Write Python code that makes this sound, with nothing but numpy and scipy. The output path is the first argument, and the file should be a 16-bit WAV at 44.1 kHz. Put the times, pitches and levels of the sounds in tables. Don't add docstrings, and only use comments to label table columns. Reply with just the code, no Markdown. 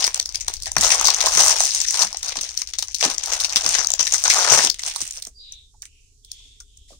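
import sys
import numpy as np
from scipy import signal
from scipy.fft import rfft, irfft
from scipy.io import wavfile
from scipy.ndimage import uniform_filter1d

SR = 44100
rng = np.random.default_rng(int(sys.argv[2]) if len(sys.argv) > 2 else 0)


def amp(db):
    return 10 ** (np.asarray(db, float) / 20)


def write(x):
    x = np.atleast_2d(x).T
    wavfile.write(sys.argv[1], SR, np.round(np.clip(x, -1, 1) * 32767).astype(np.int16))


N = 308259
TIME = np.arange(N) / SR

# (low edge [Hz], high edge [Hz], t60 [s],
# likeness of the two ports [0-1], lead of the left port [s])
BUCKLE_PARTS = [(3570, 14100, 0.0056, 0.03, 0.00058), (1740, 5060, 0.026, 0, 0.00024),
                (280, 2300, 0.018, 0.83, 0.00013)]
# (time [s], left minus right [dB])
HANDS_PAN = [(0, 4.5), (4.7, 6.5), (4.95, -3), (5.9, -4.5), (6.2, 2)]


def pan_gain(pan_db):
    return amp(np.array([pan_db, -pan_db]) / 2)


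def points(table, hz):
    f, db = np.transpose(table)
    return np.interp(np.log(hz + 1), np.log(f), db)


def coloured(table):
    hz = np.arange(N // 2 + 1) * SR / N
    x = irfft(rfft(rng.standard_normal(N)) * amp(points(table, hz)), N)
    return x / x.std()


def walk(rate):
    hold = int(SR / rate)
    steps = np.repeat(rng.standard_normal(N // hold + 1), hold)
    x = uniform_filter1d(steps, hold)[:N]
    return x / x.std()


def band(x, hz, width):
    return signal.lfilter(*signal.iirpeak(hz, hz / width, fs=SR), x)


def fade(t60, size=1024):
    return np.exp(-np.log(1000) * np.arange(size) / SR / t60)


def pair(shape, alike):
    alike = np.clip(alike, 0, 1)
    common, left, right = rng.standard_normal((*shape[:-1], 3, shape[-1])).swapaxes(0, -2)
    return np.sqrt(alike) * common + np.sqrt(1 - alike) * np.array([left, right])


def add(out, times, bursts):
    for k, s in enumerate(times):
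        i = int(s * SR)
        out[:, i:i + bursts.shape[-1]] += bursts[:, k, :N - i]


def response(table, lo_hz, hi_hz, size=1024):
    hz = np.arange(size // 2 + 1) * SR / size + 1
    edges = 1 / np.sqrt((1 + (lo_hz / hz) ** 8) * (1 + (hz / hi_hz) ** 8))
    cepstrum = irfft(np.log(amp(points(table, hz)) * edges))
    cepstrum[1:size // 2] *= 2
    cepstrum[size // 2 + 1:] = 0
    taps = irfft(np.exp(rfft(cepstrum)))[:size // 2]
    return taps / np.sqrt(np.sum(taps ** 2))


def ports(x, lo_hz, hi_hz, lead_s):
    # (frequency [Hz], relative level [dB])
    left_colour = [(150, -18.5), (330, -22), (780, -12), (1900, -15), (3300, -14.5), (4700, -10),
                   (6000, 0.5), (7400, -11.5), (8700, -26), (9400, -31), (10400, -57), (12000, -34),
                   (15600, -25)]
    right_colour = [(150, -6.5), (330, -32), (780, -11), (1900, -19.5), (3300, -18.5), (4700, -16.5),
                    (6000, -12.5), (7400, -14), (8700, -7), (9400, -10), (10400, -32), (12000, -27.5),
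                    (15600, -15)]
    wait = np.zeros(round(lead_s * SR))
    early = np.r_[response(left_colour, lo_hz, hi_hz), wait]
    late = np.r_[wait, response(right_colour, lo_hz, hi_hz)]
    taps = np.array([early, late]).reshape(2, *[1] * (x.ndim - 2), -1)
    return signal.fftconvolve(x, taps, axes=-1)[..., :x.shape[-1]]


def pulse(t60, rise_s=.00015):
    return (fade(t60) * (1 - np.exp(-np.arange(1024) / SR / rise_s))) ** 2


def crease(x, lo_hz, hi_hz, lift_db=9.5, spread_octaves=.3):
    hz = np.arange(x.shape[-1] // 2 + 1) * SR / x.shape[-1] + 1
    centre = lo_hz * (hi_hz / lo_hz) ** rng.random((x.shape[-2], 1))
    octaves = np.log2(hz / centre)
    return irfft(rfft(x) * amp(lift_db * np.exp(-(octaves / spread_octaves) ** 2)))


def buckles(table, size=4096, count=256):
    swell_in_db, swell_in_s = -20, .003
    run_db, run_per_s = -9, 600
    scatter_db, spread_floor = 8.5, .2
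    pan_scatter_db, crease_top_hz = 3, 8000

    s, peak_db, middle_db, hollow_db, run_t60 = np.transpose(table)
    pan_db = np.interp(s, *np.transpose(HANDS_PAN)) + pan_scatter_db * rng.standard_normal(len(s))
    share = pan_gain(pan_db)
    share /= np.sqrt(np.mean(share ** 2, axis=0))

    when, spread = rng.random((len(s), 2, size)).swapaxes(0, 1)
    before = amp(swell_in_db) * np.exp(np.arange(-count, 0) / SR / swell_in_s) * np.ones((len(s), 1))
    after = amp(run_db) * fade(run_t60[:, None], size=size - count)
    scatter = amp(-scatter_db * np.log(spread + spread_floor))
    sizes = (when < run_per_s / SR) * scatter * np.c_[before, after]
    sizes[:, count] = 1

    out = np.zeros((2, N))
    for (lo, hi, t60, alike, lead), db in zip(BUCKLE_PARTS, (peak_db, middle_db, hollow_db)):
        swell = np.sqrt(np.abs(signal.fftconvolve(sizes ** 2, pulse(t60)[None])[:, :size]))
        noise = crease(pair(sizes.shape, alike), lo, min(hi, crease_top_hz))
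        bursts = ports(noise * swell, lo, hi, lead)
        bursts /= np.abs(bursts[..., count:count + round(t60 * SR)]).max(axis=-1, keepdims=True)
        add(out, np.maximum(s - count / SR, 0), bursts * (amp(db) * share)[..., None])
    return out


def blows(table, breadth, rise_s, pan_db, size=8192):
    s, db, hz, t60 = np.transpose(table)
    noise = pair((len(s), size), .8)
    rings = [band(band(noise[:, k], f, breadth * f), f, breadth * f) for k, f in enumerate(hz)]
    ring = np.stack(rings, axis=1)
    ring *= fade(t60[:, None], size=size) * (1 - np.exp(-np.arange(size) / SR / rise_s))
    ring *= amp(db)[:, None] / np.abs(ring).max(axis=(0, 2), keepdims=True)
    out = np.zeros((2, N))
    add(out, s, ring * pan_gain(pan_db)[:, None, None])
    return out


def rumble():
    # (frequency [Hz], relative level [dB])
    rumble_colour = [(12, -28.5), (20, 0), (60, -4.5), (121, -19), (163, -39), (274, -29.5), (353, -45.5),
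                     (416, -25.5), (544, -76.5), (700, -51.5), (910, -56), (2200, -61), (3000, -120)]
    # (time [s], level of the common share [dB], left minus right [dB])
    rumble_course = [(0.0, -49.5, 1), (0.68, -49, 10.5), (1.21, -55.5, 11.5), (1.36, -55.5, 19),
                     (1.87, -51.5, -1), (2.82, -52, -0.5), (3.0, -53.5, 3.5), (3.87, -49, 2.5),
                     (5.45, -54.5, -0.5), (6.99, -53.5, 1.5)]
    s, db, pan_db = np.transpose(rumble_course)
    db, pan_db = np.interp(TIME, s, db), np.interp(TIME, s, pan_db)
    own = .2 + 0.12 * np.abs(pan_db)
    sides = np.array([coloured(rumble_colour), coloured(rumble_colour)])
    return (coloured(rumble_colour) + own * sides) * amp(db) * pan_gain(pan_db)


def hum():
    hz, width_hz, level_db = 424, 40, -90.5
    x = band(band(rng.standard_normal(N), hz, width_hz), hz, width_hz)
    return x / x.std() * amp(level_db)


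def hiss(count=24):
    # (frequency [Hz], relative level [dB])
    hiss_colour = [(1500, -38.5), (3500, -13), (5500, -3), (7000, -1), (9500, -11), (12000, -21),
                   (15500, -28)]
    # (left [dB], right [dB])
    hiss_sides = (-65.5, -60)
    out = 0
    for hz in np.geomspace(2300, 15000, count):
        bands = band(band(rng.standard_normal((2, N)), hz, .09 * hz), hz, .09 * hz)
        random_db = 1.8 * np.array([walk(18.0), walk(11.0)])
        out = out + bands * amp(points(hiss_colour, hz) + random_db)
    return out / out.std() * amp(np.array(hiss_sides))[:, None]


def crumple(count=4):
    # (time [s], crisp crackle [dB], hollow part re crackle [dB])
    pull = [(0, -24.5, -9.5), (.1, -42, -6), (0.502, -43, -18.5), (.75, -53, -11), (0.801, -23.5, -6),
            (0.901, -19.5, -12), (1.13, -29, -6.5), (1.429, -12, -12.5), (1.619, -21, -16.5),
            (1.892, -27.5, -27), (2.029, -19.5, -8), (2.09, -40.5, -12), (2.2, -39, -16), (2.3, -31.5, -10),
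            (2.701, -43.5, -23.5), (2.969, -42.5, -33), (3.048, -21.5, -3), (3.172, -45.5, -7.5),
            (3.318, -23, -8), (3.468, -34, -11.5), (3.73, -21, -12.5), (3.9, -38.5, -9), (4.02, -32, -13.5),
            (4.209, -24.5, -22.5), (4.38, -16.5, -10), (4.54, -13, -7), (4.66, -20.5, -12),
            (4.721, -55.5, -21.5), (4.859, -30, -15), (5.128, -35.5, -28), (5.261, -58.5, -10),
            (5.34, -87, 2.5)]
    calm_per_s, busy_per_s = 210.0, 1100.0
    bunching_db, scatter_db, colour_db = 2.5, 3.5, 8.0

    s, crisp_db, hollow_db = np.transpose(pull)
    middle_db = 0.74 * crisp_db - 9.5 + 0.24 * hollow_db
    columns = crisp_db, middle_db, crisp_db + hollow_db
    effort = np.clip((np.interp(TIME, s, crisp_db) + 48) / 28, 0, 1)
    per_s = calm_per_s * (busy_per_s / calm_per_s) ** effort
    bunching = bunching_db * (1 - 0.39 * effort) * walk(45.)
    scatter = -scatter_db * np.log(rng.random(N) + 0.094)
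    sizes = (rng.random(N) < per_s / SR) * amp(bunching + scatter) * np.sqrt(SR / per_s)

    out = 0
    for (lo, hi, t60, alike, lead), db in zip(BUCKLE_PARTS, columns):
        part = 0
        for hz in np.geomspace(lo, hi, count + 2)[1:-1]:
            favour = 0.53 * rng.standard_normal(N) + 0.38 * walk(30.)
            own = sizes * amp(colour_db * favour)
            swell = np.sqrt(np.abs(signal.fftconvolve(own ** 2, pulse(t60))[:N]))
            part = part + band(pair((N,), alike) * swell, hz, 0.73 * hz)
        part = ports(part, lo, hi, lead)
        out = out + part / part.std() * amp(np.interp(TIME, s, db, right=-150))
    return out * pan_gain(np.interp(TIME, *np.transpose(HANDS_PAN)))


def snaps():
    # (time [s], crisp part [dB], middle part [dB], hollow part [dB],
    # t60 of the run of smaller buckles that follows [s])
    film_snaps = [(0.0054, -10, -23, -27.5, 0.035), (0.023, -8, -14, -26, 0.099),
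                  (0.0418, 1, -18, -14.5, 0.073), (0.0668, -3, -18, -29, 0.026),
                  (0.076, -8, -14, -17.5, 0.019), (0.114, -22, -33, -54, 0.035),
                  (0.1438, -2, -18.5, -31.5, 0.018), (0.1587, -14, -38, -31, 0.035),
                  (0.176, -14, -36, -32, 0.025), (0.1983, -2, -22, -29.5, 0.016),
                  (0.227, -15, -37, -56, 0.018), (0.2577, -9, -24, -39, 0.027),
                  (0.2909, -13.5, -31, -61, 0.035), (0.3237, -21, -41, -56, 0.014),
                  (0.3451, -13, -21, -41, 0.053), (0.3562, -6, -21.5, -59, 0.016),
                  (0.4, -21, -36, -63, 0.054), (0.4083, -11.5, -29, -61, 0.087),
                  (0.4815, -4, -14, -21.5, 0.022), (0.4984, -30.5, -35, -26, 0.012),
                  (0.538, -8, -22, -46, 0.013), (0.5674, -17, -46, -57, 0.035),
                  (0.601, -24.5, -40, -64, 0.035), (0.622, -15, -37, -50, 0.11),
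                  (0.6579, -10.5, -26, -39.5, 0.035), (0.6682, -15, -17.5, -26, 0.11),
                  (0.7174, -6.5, -50, -32, 0.013), (0.7657, -1.5, -14, -5.5, 0.023),
                  (0.7825, -3.5, -34, -42, 0.027), (0.8099, -1.5, -34, -28, 0.041),
                  (0.823, -10, -15, -15.5, 0.035), (0.836, -1, -23, -22, 0.065),
                  (0.8462, 0, -36.5, -30.5, 0.084), (0.8779, -6.5, -23, -34.5, 0.022),
                  (0.9032, -4, -5.5, -14.5, 0.058), (0.9184, -2.5, -5.5, -21, 0.11),
                  (0.947, -4, -29, -40, 0.017), (0.9964, -6, -33, -38, 0.032),
                  (1.0113, -3.5, -40, -12.5, 0.022), (1.0447, -5, -31, -54, 0.096),
                  (1.0539, 3.5, -18, -26, 0.089), (1.0711, 5.5, -20, -25, 0.041),
                  (1.0824, -2, -24, -9.5, 0.035), (1.103, 1, -34, -42, 0.013),
                  (1.1377, -8.5, -23, -30, 0.03), (1.1452, 1.5, -33, -41, 0.026),
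                  (1.1635, -9.5, -33, -26, 0.048), (1.2055, -3.5, -12, -16.5, 0.11),
                  (1.2596, 0, -33, -26.5, 0.042), (1.2683, -9, -33, -12, 0.037),
                  (1.285, -6.5, -39, -32, 0.061), (1.294, -12, -34.5, -23, 0.035),
                  (1.3733, -0.5, -22, -12, 0.063), (1.4023, 0.5, -31.5, -17.5, 0.035),
                  (1.604, 2.5, -18, -14, 0.045), (1.6364, -5.5, -25, -23, 0.026),
                  (1.7073, -8, -37, -50, 0.097), (1.7483, -1, -40, -47, 0.035),
                  (1.8028, -4, -20, -37, 0.021), (1.8148, -2.5, -32, -32, 0.02),
                  (1.8482, -16, -13.5, -48, 0.017), (1.8845, -3.5, -24, -43, 0.035),
                  (1.9072, -4.5, -27, -40, 0.11), (1.943, -6.5, -15.5, -21, 0.072),
                  (1.9727, -9.5, -22, -44, 0.1), (1.9913, -6.5, -36, -50, 0.084),
                  (2.0088, -5, -31, -31, 0.035), (2.0195, 0.5, -27, -36, 0.035),
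                  (2.0695, -13, -21, -31, 0.035), (2.1276, -14.5, -44, -31.5, 0.043),
                  (2.145, -25, -21, -27.5, 0.035), (2.17, -7.5, -45, -55, 0.018),
                  (2.2298, -9.5, -31, -30.5, 0.06), (2.2404, -24, -26.5, -36, 0.035),
                  (2.2826, -8, -25, -34, 0.086), (2.3573, -20, -29, -25.5, 0.032),
                  (2.369, -14, -13, -47, 0.02), (2.3871, -19.5, -17, -33, 0.023),
                  (2.4104, -9.5, -23, -41, 0.046), (2.4327, -13.5, -29, -34, 0.11),
                  (2.4908, -15, -35, -45, 0.035), (2.575, -5, -21, -60, 0.03),
                  (2.591, -18, -26, -64, 0.035), (2.6177, -6.5, -19, -30, 0.022),
                  (2.673, -15, -24.5, -47, 0.057), (2.7357, -13, -19, -32, 0.067),
                  (2.786, -3, -26, -30.5, 0.042), (2.8243, -6.5, -15, -24, 0.033),
                  (2.883, -14, -30, -43, 0.065), (2.9452, -6, -51, -70, 0.024),
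                  (2.9642, -19, -34, -66, 0.047), (3.0089, -5.5, -11, -44, 0.035),
                  (3.0265, -13, -7.5, -14.5, 0.1), (3.0348, -10, -5.5, -15, 0.1),
                  (3.0507, -1, -47, -44, 0.035), (3.076, -19.5, -18, -42.5, 0.026),
                  (3.101, -7, -34, -38, 0.05), (3.1436, -12, -29, -34, 0.035),
                  (3.1813, -5.5, -25, -37, 0.033), (3.236, -7, -24, -33, 0.056),
                  (3.259, -8.5, -20, -34, 0.035), (3.3344, -4.5, -10.5, -26, 0.03),
                  (3.4014, -4.5, -31, -57, 0.043), (3.4134, -8.5, -35, -48, 0.03),
                  (3.4366, -8.5, -21, -49, 0.08), (3.4458, -3, -12.5, -26, 0.058),
                  (3.4955, -7.5, -27, -36, 0.086), (3.5245, -8.5, -18, -28, 0.074),
                  (3.5591, 0.5, -5.5, -19.5, 0.071), (3.573, -12, -34, -31, 0.044),
                  (3.6093, -8.5, -19, -36, 0.04), (3.6436, -8, -26, -27, 0.021),
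                  (3.6624, -0.5, -15, -18.5, 0.037), (3.6907, -1.5, -24, -37, 0.025),
                  (3.7504, -3, -7, -22, 0.03), (3.7854, -3.5, -14, -16.5, 0.11),
                  (3.846, -5, -32, -21, 0.013), (3.87, -2.5, -33, -47, 0.014),
                  (3.903, -3, -13.5, -26, 0.012), (3.9174, -5, -28, -37, 0.012),
                  (3.937, 0, -20, -24.5, 0.013), (3.9936, -1, -10.5, -17, 0.11),
                  (4.028, -4, -16, -33, 0.066), (4.0537, -12, -34.5, -46, 0.035),
                  (4.0689, -4.5, -10.5, -44, 0.051), (4.1229, -2.5, -30, -24, 0.035),
                  (4.1375, 1, -17, -15.5, 0.1), (4.15, -5.5, -29, -42, 0.035),
                  (4.2158, -24, -43.5, -47, 0.031), (4.2388, 0, -29, -22, 0.052),
                  (4.2524, -6, -8.5, -12.5, 0.061), (4.2788, -1, -22, -13.5, 0.035),
                  (4.2996, 0.5, -3, -30, 0.11), (4.3864, -4, -21, -14, 0.092),
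                  (4.5003, -3, -33, -27, 0.035), (4.5894, -11, -24.5, -11, 0.051),
                  (4.616, -8, -26, -25, 0.035), (4.6715, -3, -7, -15.5, 0.025),
                  (4.6992, 1, -13.5, -39, 0.018), (4.7431, -18, -24, -58, 0.031),
                  (4.793, -17, -19.5, -49, 0.029), (4.8189, -21, -37, -51, 0.035),
                  (4.8349, -11.5, -30, -30, 0.03), (4.8628, -12.5, -42, -42, 0.027),
                  (4.9602, -9, -41, -22.5, 0.026), (5.0055, -15, -41, -30, 0.035),
                  (5.015, -8.5, -28.5, -37, 0.035), (5.0764, -15.5, -44, -47, 0.018),
                  (5.1084, -14.5, -38, -53, 0.029), (5.1723, -16.5, -48, -40, 0.078),
                  (5.2226, -15.5, -43, -62, 0.0355), (5.2504, -19.5, -57, -57, 0.012),
                  (5.2687, -19.5, -57, -40.5, 0.039)]
    return buckles(film_snaps)


def room(x):
    t60_s, level_db, delay_s = 0.085, -12, 0.012
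    tail = rng.standard_normal((2, 16384)) * fade(t60_s, size=16384)
    tail[:, :round(delay_s * SR)] = 0
    tail *= amp(level_db) / np.sqrt(np.sum(tail ** 2, axis=1, keepdims=True))
    return x + signal.fftconvolve(x, tail, axes=1)[:, :N]


def bumps():
    # (time [s], peak before panning [dB], resonance [Hz], t60 of the fade [s])
    toy_bumps = [(0.526, -50, 50, 0.12), (0.764, -23.5, 174, 0.18), (0.80, -36.5, 80, 0.58),
                 (1.355, -34, 85, 0.2), (1.409, -40, 200, 0.065), (2.038, -38, 170, 0.15),
                 (2.37, -38, 260, 0.12), (3.051, -25, 280, 0.21), (3.557, -32, 201, 0.061),
                 (3.651, -32.5, 245, 0.2), (4.51, -27.5, 96, 0.29), (4.579, -28, 190, 0.15),
                 (4.639, -27, 300, 0.2), (5.017, -39.5, 168, 0.078), (5.269, -44, 300, 0.061),
                 (6.451, -60.5, 240, 0.11), (6.555, -66, 200, 0.1), (6.915, -46.5, 228, 0.17)]
    return blows(toy_bumps, breadth=1.1, rise_s=0.0026, pan_db=1.2)


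def knocks():
    # (time [s], peak before panning [dB], resonance [Hz], t60 of the fade [s])
    bubble_knocks = [(5.268, -45, 456, 0.021), (5.739, -52, 840, 0.063), (5.83, -42.5, 1800, 0.045),
                     (5.848, -62, 1727, 0.049), (6.399, -66, 1003, 0.062), (6.602, -47.5, 1410, 0.05),
                     (6.884, -61, 2060, 0.086), (6.905, -42.5, 597, 0.026), (6.914, -46, 546, 0.095),
                     (6.929, -53, 1140, 0.036), (6.944, -61, 660, 0.031)]
    return blows(bubble_knocks, breadth=0.21, rise_s=0.0013, pan_db=-0.83)


def rubs():
    # (start [s], end [s], start frequency [Hz], end frequency [Hz], width [Hz], level before the swell [dB])
    slides = [(5.343, 5.59, 4760, 4800, 198, -47.5), (5.383, 5.744, 3960, 3580, 400, -44.5),
              (5.433, 5.688, 3250, 2930, 1183, -55.5), (5.824, 6.198, 2820, 2620, 587, -61),
              (6.23, 6.795, 3390, 3550, 353, -51.5), (6.271, 6.714, 3420, 3370, 2185, -56),
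              (6.285, 6.648, 5920, 6500, 3370, -53), (6.653, 7.16, 3340, 3600, 700, -60),
              (6.878, 7.012, 5900, 6220, 4800, -49)]
    out = 0
    for start, end, start_hz, end_hz, width, db in slides:
        along = np.clip((TIME - start) / (end - start), 0, 1)
        phase = 2 * np.pi * np.cumsum(start_hz + (end_hz - start_hz) * along) / SR
        low = signal.butter(2, width / 2, fs=SR, output="sos")
        a, b = signal.sosfilt(low, rng.standard_normal((2, 2, N)))
        friction = (a * np.cos(phase) + b * np.sin(phase)) / a.std()
        swell = np.sin(np.pi * along ** 0.52) ** 1.53
        out = out + friction * swell * amp(db + 1.3 * walk(29.0))
    return out


def ticks():
    # (time [s], crisp part [dB], middle part [dB], hollow part [dB],
    # t60 of the run of smaller ticks that follows [s])
    silicone_ticks = [(5.5223, -19, -42, -78, 0.028), (5.8202, -19, -42, -63.5, 0.037),
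                      (5.8255, -34, -35, -49, 0.043), (5.8536, -27, -32, -67, 0.034),
                      (6.2477, -28.5, -56, -75.5, 0.031), (6.316, -15.5, -40, -80, 0.026),
                      (6.6024, -22.5, -45, -64, 0.029), (6.7715, -34, -63, -70, 0.04)]
    return buckles(silicone_ticks)


def scene():
    near = crumple() + snaps() + bumps() + knocks() + ticks()
    no_body = signal.butter(4, 2300, "high", fs=SR, output="sos")
    thin = signal.sosfilt(no_body, rubs() + hiss())
    return room(near) + thin + rumble() + hum()


def roll_off(x):
    return signal.sosfilt(signal.butter(12, 16390, fs=SR, output="sos"), x)


def record(dry):
    top = signal.ellip(8, .2, 60, 15750, fs=SR, output="sos")
    mix = signal.sosfilt(top, np.clip(dry, -1, 1))
    return roll_off(mix)


dry = scene()
out = record(dry)
write(out)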